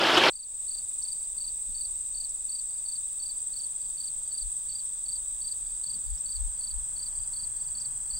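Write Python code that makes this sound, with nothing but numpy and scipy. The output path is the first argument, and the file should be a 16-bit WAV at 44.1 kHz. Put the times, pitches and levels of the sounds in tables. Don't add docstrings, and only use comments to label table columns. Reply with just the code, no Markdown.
import sys
import numpy as np
from scipy import signal
from scipy.fft import rfft, irfft, next_fast_len
from scipy.io import wavfile

SR = 44100
rng = np.random.default_rng(int(sys.argv[2]) if len(sys.argv) > 2 else 0)


def output_pcm(signal):
    pcm = np.clip(np.atleast_2d(signal).T, -1, 1) * 32767
    wavfile.write(sys.argv[1], SR, np.round(pcm).astype(np.int16))


N = 361179
T = np.arange(N) / SR

# frequency_hz, density_db
AIR_SPECTRUM = [(30, 23), (150, 7.5), (300, 1.5), (550, 0.5), (950, 4), (1400, -3), (2200, -4.5), (2500, 1),
                (2900, -2.5), (3400, 1.5), (5500, 1), (7000, -13.5), (10500, -41), (16000, -10)]
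MURMUR_SPECTRUM = [(50, -6), (130, 12), (280, -9.5), (600, -14), (950, -0.5), (1200, -6), (1650, -5.5),
                   (2200, -14), (4000, -51)]
EDDY_SPECTRUM = [(10, -22), (28, 8), (45, -2), (70, -8.5), (120, -24), (250, -28.5), (600, -69.5)]
BROOK_SPECTRUM = [(24, -57), (40, -48.5), (64, -22), (189, -12.5), (337, -1.5), (444, -4.5), (646, -2.5),
                  (852, -2.5), (2260, -12), (3060, -5), (7000, -27.5), (7930, -27), (9450, -32),
                  (13400, -42), (16000, -48)]
CRICKET_HISS_SPECTRUM = [(5000, -44.5), (6300, -18.5), (7200, -9), (7800, 1), (8250, 6.5), (8600, 1.5),
                         (9200, -14.5), (9800, -55.5), (11500, -46.5), (12300, -32), (15700, -20.5),
                         (17000, -39)]
# time_s, gain_db
AIR_ENVELOPE = [(.3, -57.5), (4.8, -58.5), (8.2, -58.5)]
MURMUR_ENVELOPE = [(.3, -84), (3.5, -70), (5.5, -67.5), (6.5, -63.5), (7.5, -62), (8.2, -61)]
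BREEZE_ENVELOPE = [(.3, -61.5), (1.2, -62.5), (1.8, -52.5), (2.6, -63.5), (5, -58), (5.5, -55),
                   (8.2, -53.5)]
BROOK_ENVELOPE = [(0, -25.5), (.1, -22), (.165, -22.5), (.178, -14.5), (.195, -23.5), (.24, -20),
                  (.295, -22)]
MEADOW_FADE_IN = [(.29, -3), (.4, -7), (.5, -4), (.65, 0)]

# centre_s, length_s, level_db
LOW_BUMPS = [(1.697, 0.034, -63), (5.954, .16, -63.5)]
# start_s, length_s, relative_level_db
WIND_PUFFS = [(1.695, 0.038, -42.5), (4.432, 0.061, -37), (6.063, 0.099, -33.5), (6.354, 0.16, -30.5),
              (6.713, 0.13, -36), (7.19, 0.033, -43.5), (8.138, 0.028, -43)]
# start_s, pitch_hz, level_db
LARGE_BUBBLES = [(0.172, 2890, -9), (.238, 2980, -12), (0.249, 4900, -22), (0.285, 4040, -15),
                 (0.295, 3860, -16.5)]
# centre_s, level_db
WHISTLE_TICKS = [(1.028, -46), (2.293, -49), (3.59, -50), (4.865, -57), (6.183, -49), (7.803, -47)]
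# strokes_per_s, top_pitch_hz, fall_ratio, pan_db, left_lead_rad
TREE_VOICES = [(53, 3820, .12, 7, -.9), (46.5, 3400, .15, 1, 0), (54.5, 4880, .1, 0, 0)]
# start_s, end_s, level_db
TREE_BOUTS = [(-3, 6.8, -65), (3, 9, -67), (-0.5, 8.7, -68)]
# top_pitch_hz, fall_ratio, crest_ratio, stroke_s, level_db, pan_db, left_lead_rad
GROUND_VOICES = [(8997, 0.024, 0.2, 0.016, -43.5, 0.5, -0.082), (8308, .07, .45, .022, -33.5, 1.5, 0.62),
                 (8080, .15, 0.2, 0.026, -40.3, -2.5, -1.6), (8464, .09, .4, .035, -38, -0.5, 0.64)]
# strokes_per_s, first_stroke_s, spell_start_s, spell_end_s, extra_strokes_per_s
GROUND_BEATS = [(19.78, .013, .7, 3.1, .19), (20.53, .015, 3.8, 5.1, .66), (17.1, .018, 0, 0, 0),
                (18.69, .032, .6, 3.4, -.185)]
# delay_s, length_s, top_pitch_hz, fall_ratio, crest_ratio, level_db
CHIRP_STROKES = [(0, .013, 4560, .06, .1, -2), (.03, .02, 4650, .09, .4, 0),
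                 (.063, .018, 4730, .14, .38, .8), (.101, .019, 4710, .135, .38, .4)]
NEAR_CHIRP_TIMES = [.336, .687, 1.025, 1.385, 1.753, 2.148, 2.495, 2.863, 3.203, 3.539, 3.981, 4.321, 4.696,
                    5.063, 5.42, 5.842, 6.264, 6.614, 6.968, 7.339, 7.755, 8.111]
FAR_CHIRP_TIMES = [.7, 1.131, 1.73, 2.672, 3.28, 3.785, 4.232, 5.636, 6.036, 6.56, 7.127, 7.571, 8.074]


def amp(db):
    return 10 ** (np.asarray(db) / 20)


def unit(x):
    return x / np.sqrt(np.mean(np.abs(x) ** 2) + 1e-20)


def envelope(points):
    return amp(np.interp(T, *np.transpose(points)))


def add(mix, start_s, sound):
    part = mix[..., max(round(start_s * SR), 0):][..., :sound.shape[-1]]
    part += sound[..., :part.shape[-1]]


def drift(turns_per_s):
    return np.interp(T * turns_per_s, np.arange(4096), rng.standard_normal(4096))


def noise(spectrum, coherence):
    size = next_fast_len(N)
    hz, db = np.transpose(spectrum)
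    log_bins = np.log(np.fft.rfftfreq(size, 1 / SR) + 1)
    colour = amp(np.interp(log_bins, np.log(hz), db))
    left, independent = irfft(rfft(rng.standard_normal((2, size))) * colour, size)[:, :N]
    right = coherence * left + np.sqrt(1 - coherence ** 2) * independent
    return unit(np.array([left, right]))


def place(tone, pan_db, lead_rad):
    side = amp(pan_db / 2) * np.exp(.5j * lead_rad)
    return np.sqrt(2) * np.array([(tone * side).real, (tone / side).real])


def scatter(x, t60_s):
    t = np.arange(SR // 4) / SR
    echoes = rng.standard_normal((2, len(t))) * amp(-60 * t / t60_s) * (t > .001)
    echoes /= np.linalg.norm(echoes, axis=1, keepdims=True)
    return signal.oaconvolve(x, echoes, axes=1)[:, :N]


def distant_air():
    air = envelope(AIR_ENVELOPE) * noise(AIR_SPECTRUM, coherence=.5)
    murmur = envelope(MURMUR_ENVELOPE) * noise(MURMUR_SPECTRUM, coherence=.95)
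    return air + murmur * amp([[-2], [2]])


def bumps(band_hz=(90, 240)):
    out = np.zeros(N)
    band = signal.butter(2, band_hz, "band", fs=SR, output="sos")
    for centre_s, length_s, db in LOW_BUMPS:
        size = round(length_s * SR)
        thud = signal.sosfilt(band, rng.standard_normal(SR))[-size:] * np.hanning(size)
        add(out, centre_s - length_s / 2, amp(db) * unit(thud))
    return out


def wind(pan_db=8, corner_hz=52, edge_s=.03, puff_gain_db=-5, small_eddy_db=-28):
    out = envelope(BREEZE_ENVELOPE) * noise(EDDY_SPECTRUM, coherence=.82)
    large_band = signal.butter(3, [corner_hz / 2, corner_hz], "band", fs=SR, output="sos")
    small_band = signal.butter(2, corner_hz * 2, fs=SR, output="sos")
    for start_s, length_s, db in WIND_PUFFS:
        size = round((length_s + 2 * edge_s) * SR)
        air = rng.standard_normal((2, SR))
        large = unit(signal.sosfilt(large_band, air))
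        small = unit(signal.sosfilt(small_band, air))
        puff = (large + amp(small_eddy_db) * small)[:, -size:] * np.hanning(size)
        add(out, start_s - edge_s, amp(db + puff_gain_db) * np.array([unit(side) for side in puff]))
    return out * amp([[pan_db / 2], [-pan_db / 2]])


def brook(length_s, bubble_count=240, decay_cycles=11):
    out = envelope(BROOK_ENVELOPE) * noise(BROOK_SPECTRUM, coherence=.56)[0]
    t = np.arange(1500) / SR
    small_bubbles = [(length_s * when, 1200 * 4.5 ** pitch, -30 + 13 * strength ** 3)
                     for when, pitch, strength in rng.random((bubble_count, 3))]
    for start_s, hz, db in LARGE_BUBBLES + small_bubbles:
        age = hz * t / decay_cycles
        ring = np.sin(2 * np.pi * hz * t * (1 + .03 * age))
        add(out, start_s, amp(db) * (1 - np.exp(-6 * age)) * np.exp(-age) * ring)
    return out


def ticks(from_hz=4300, to_hz=6900, length_s=.012, echo_db=-2):
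    out = np.zeros((2, N))
    t = np.arange(0, length_s, 1 / SR)
    hz = from_hz + (to_hz - from_hz) * t / length_s
    whistle = np.sin(np.pi * t / length_s) * np.sin(2 * np.pi * np.cumsum(hz) / SR)
    for centre_s, db in WHISTLE_TICKS:
        add(out, centre_s - length_s / 2, amp(db) * whistle)
    return out + amp(echo_db) * scatter(out, t60_s=.13)


def wing_stroke(progress, top_hz, fall, crest):
    progress = np.clip(progress, 0, 1)
    hz = top_hz * (1 - fall * ((progress - crest) / (1 - crest)) ** 2)
    swell = 4 * progress * (1 - progress)
    return hz, swell


def trill(beats, rate, top_hz, fall, crest, length_s, jitter, rasp_db, octave_db):
    progress = (beats % 1 - .5) / (rate * length_s) + .5
    hz, swell = wing_stroke(progress, top_hz, fall, crest)
    cycles = np.cumsum(hz * (1 + jitter * drift(400))) / SR
    tone = np.exp(2j * np.pi * (cycles % 1))
    return swell ** 1.1 * amp(rasp_db * drift(300)) * (tone + amp(octave_db) * tone ** 2)


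def tree_crickets(fade_s=1.5, leaves_db=-5):
    out = np.zeros((2, N))
    for (rate, hz, fall, pan_db, lead_rad), (start_s, end_s, db) in zip(TREE_VOICES, TREE_BOUTS):
        top_hz = hz * (1 + .013 * drift(rate))
        beats = rate * T + .2 * drift(.99)
        tone = trill(beats, rate, top_hz, fall, crest=.16, length_s=.015,
                     jitter=.01001, rasp_db=1.5, octave_db=-34)
        bout = np.clip(.5 + np.minimum(T - start_s, end_s - T) / fade_s, 0, 1)
        out += amp(db) * bout * place(tone, pan_db, lead_rad)
    return out + amp(leaves_db) * scatter(out, t60_s=.072)


def ground_crickets(crowd_count=14, crowd_db=-39.5, centre_hz=8200, spread_hz=290, hiss_db=-40):
    out, crowd = np.zeros((2, N)), np.zeros((2, N))
    for beat, voice in zip(GROUND_BEATS, GROUND_VOICES):
        rate, first_s, start_s, end_s, extra_rate = beat
        hz, fall, crest, length_s, db, pan_db, lead_rad = voice
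        beats = .5 + rate * (T - first_s) + extra_rate * (np.clip(T, start_s, end_s) - start_s)
        force, detune = rng.standard_normal((256, 2))[beats.astype(int)].T
        tone = trill(beats, rate, hz * (1 + .002 * detune), fall, crest, length_s,
                     jitter=.00399, rasp_db=1.12, octave_db=-22)
        out += amp(db + .7 * force) * place(tone, pan_db, lead_rad)
    for top_hz in centre_hz + spread_hz * np.linspace(-1, 1, crowd_count):
        rate, fall, lead_rad = rng.uniform([15.5, .08, -1.1], [22, .2, 1.1])
        beats = rate * T + rng.random() + .15 * drift(.99)
        tone = trill(beats, rate, top_hz, fall, crest=.35, length_s=.027,
                     jitter=.003974, rasp_db=4, octave_db=-22)
        crowd += place(tone, 2 * lead_rad, lead_rad)
    out += amp(crowd_db) * unit(crowd)
    grass_echo = amp(-12) * scatter(out, t60_s=.04)
    return out + grass_echo + amp(hiss_db) * noise(CRICKET_HISS_SPECTRUM, coherence=.32)


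def field_cricket(times, stretch, slowing, pitch, glide, first_db, third_db, pan_db, lead_rad, grass_db):
    out = np.zeros(N, complex)
    usual_gap_s = .28
    for chirp_s, gap_s in zip(times, np.append(np.diff(times), usual_gap_s)):
        time_scale = stretch * (gap_s / usual_gap_s) ** slowing
        for delay_s, length_s, top_hz, fall, crest, db in CHIRP_STROKES:
            detune, force, haste, slide, skip, where = rng.standard_normal(6)
            length_s *= 1 - .08 * haste
            progress = np.arange(0, length_s, 1 / SR) / length_s
            top_hz *= pitch * (1 + .005 * detune)
            fall *= glide * (1 + .14 * slide)
            hz, swell = wing_stroke(progress, top_hz, fall, crest)
            slip = (delay_s > 0) * np.tanh(skip) * np.exp(-((progress - .55 - .07 * where) / .07) ** 2)
            tone = np.exp(2j * np.pi * np.cumsum(hz * (1 - .03 * abs(slip))) / SR)
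            tone += amp(third_db) * tone ** 3
            gain = amp(db + first_db * (delay_s == 0) + .5 * force + 2.5 * slip)
            add(out, chirp_s + delay_s * time_scale - length_s / 2, gain * swell ** .75 * tone)
    direct = place(out, pan_db, lead_rad)
    return direct + amp(grass_db) * scatter(direct, t60_s=.2)


def scene(cut_s=.298, crossfade_s=.004):
    near = field_cricket(NEAR_CHIRP_TIMES, stretch=.94, slowing=.17, pitch=1, glide=1,
                         first_db=.5, third_db=-21, pan_db=2, lead_rad=.26, grass_db=-14.5)
    far = field_cricket(FAR_CHIRP_TIMES, stretch=1.13, slowing=0, pitch=1.01, glide=.65,
                        first_db=-6, third_db=-32, pan_db=1, lead_rad=-.1, grass_db=-13)
    far_db = np.where(T < 6.8, -58, -53)
    chirps = amp(-42.5) * near + amp(far_db) * far
    meadow = ground_crickets() + tree_crickets() + chirps + ticks() + wind() + bumps() + distant_air()
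    after_cut = np.clip((T - cut_s) / crossfade_s + .5, 0, 1)
    return (1 - after_cut) * brook(cut_s) + after_cut * envelope(MEADOW_FADE_IN) * meadow


def record(dry, cutoff_hz=15800):
    low_pass = signal.firwin(801, cutoff_hz, window=("kaiser", 9), fs=SR)
    return signal.oaconvolve(dry, low_pass[None], "same")


dry = scene()
out = record(dry)
output_pcm(out)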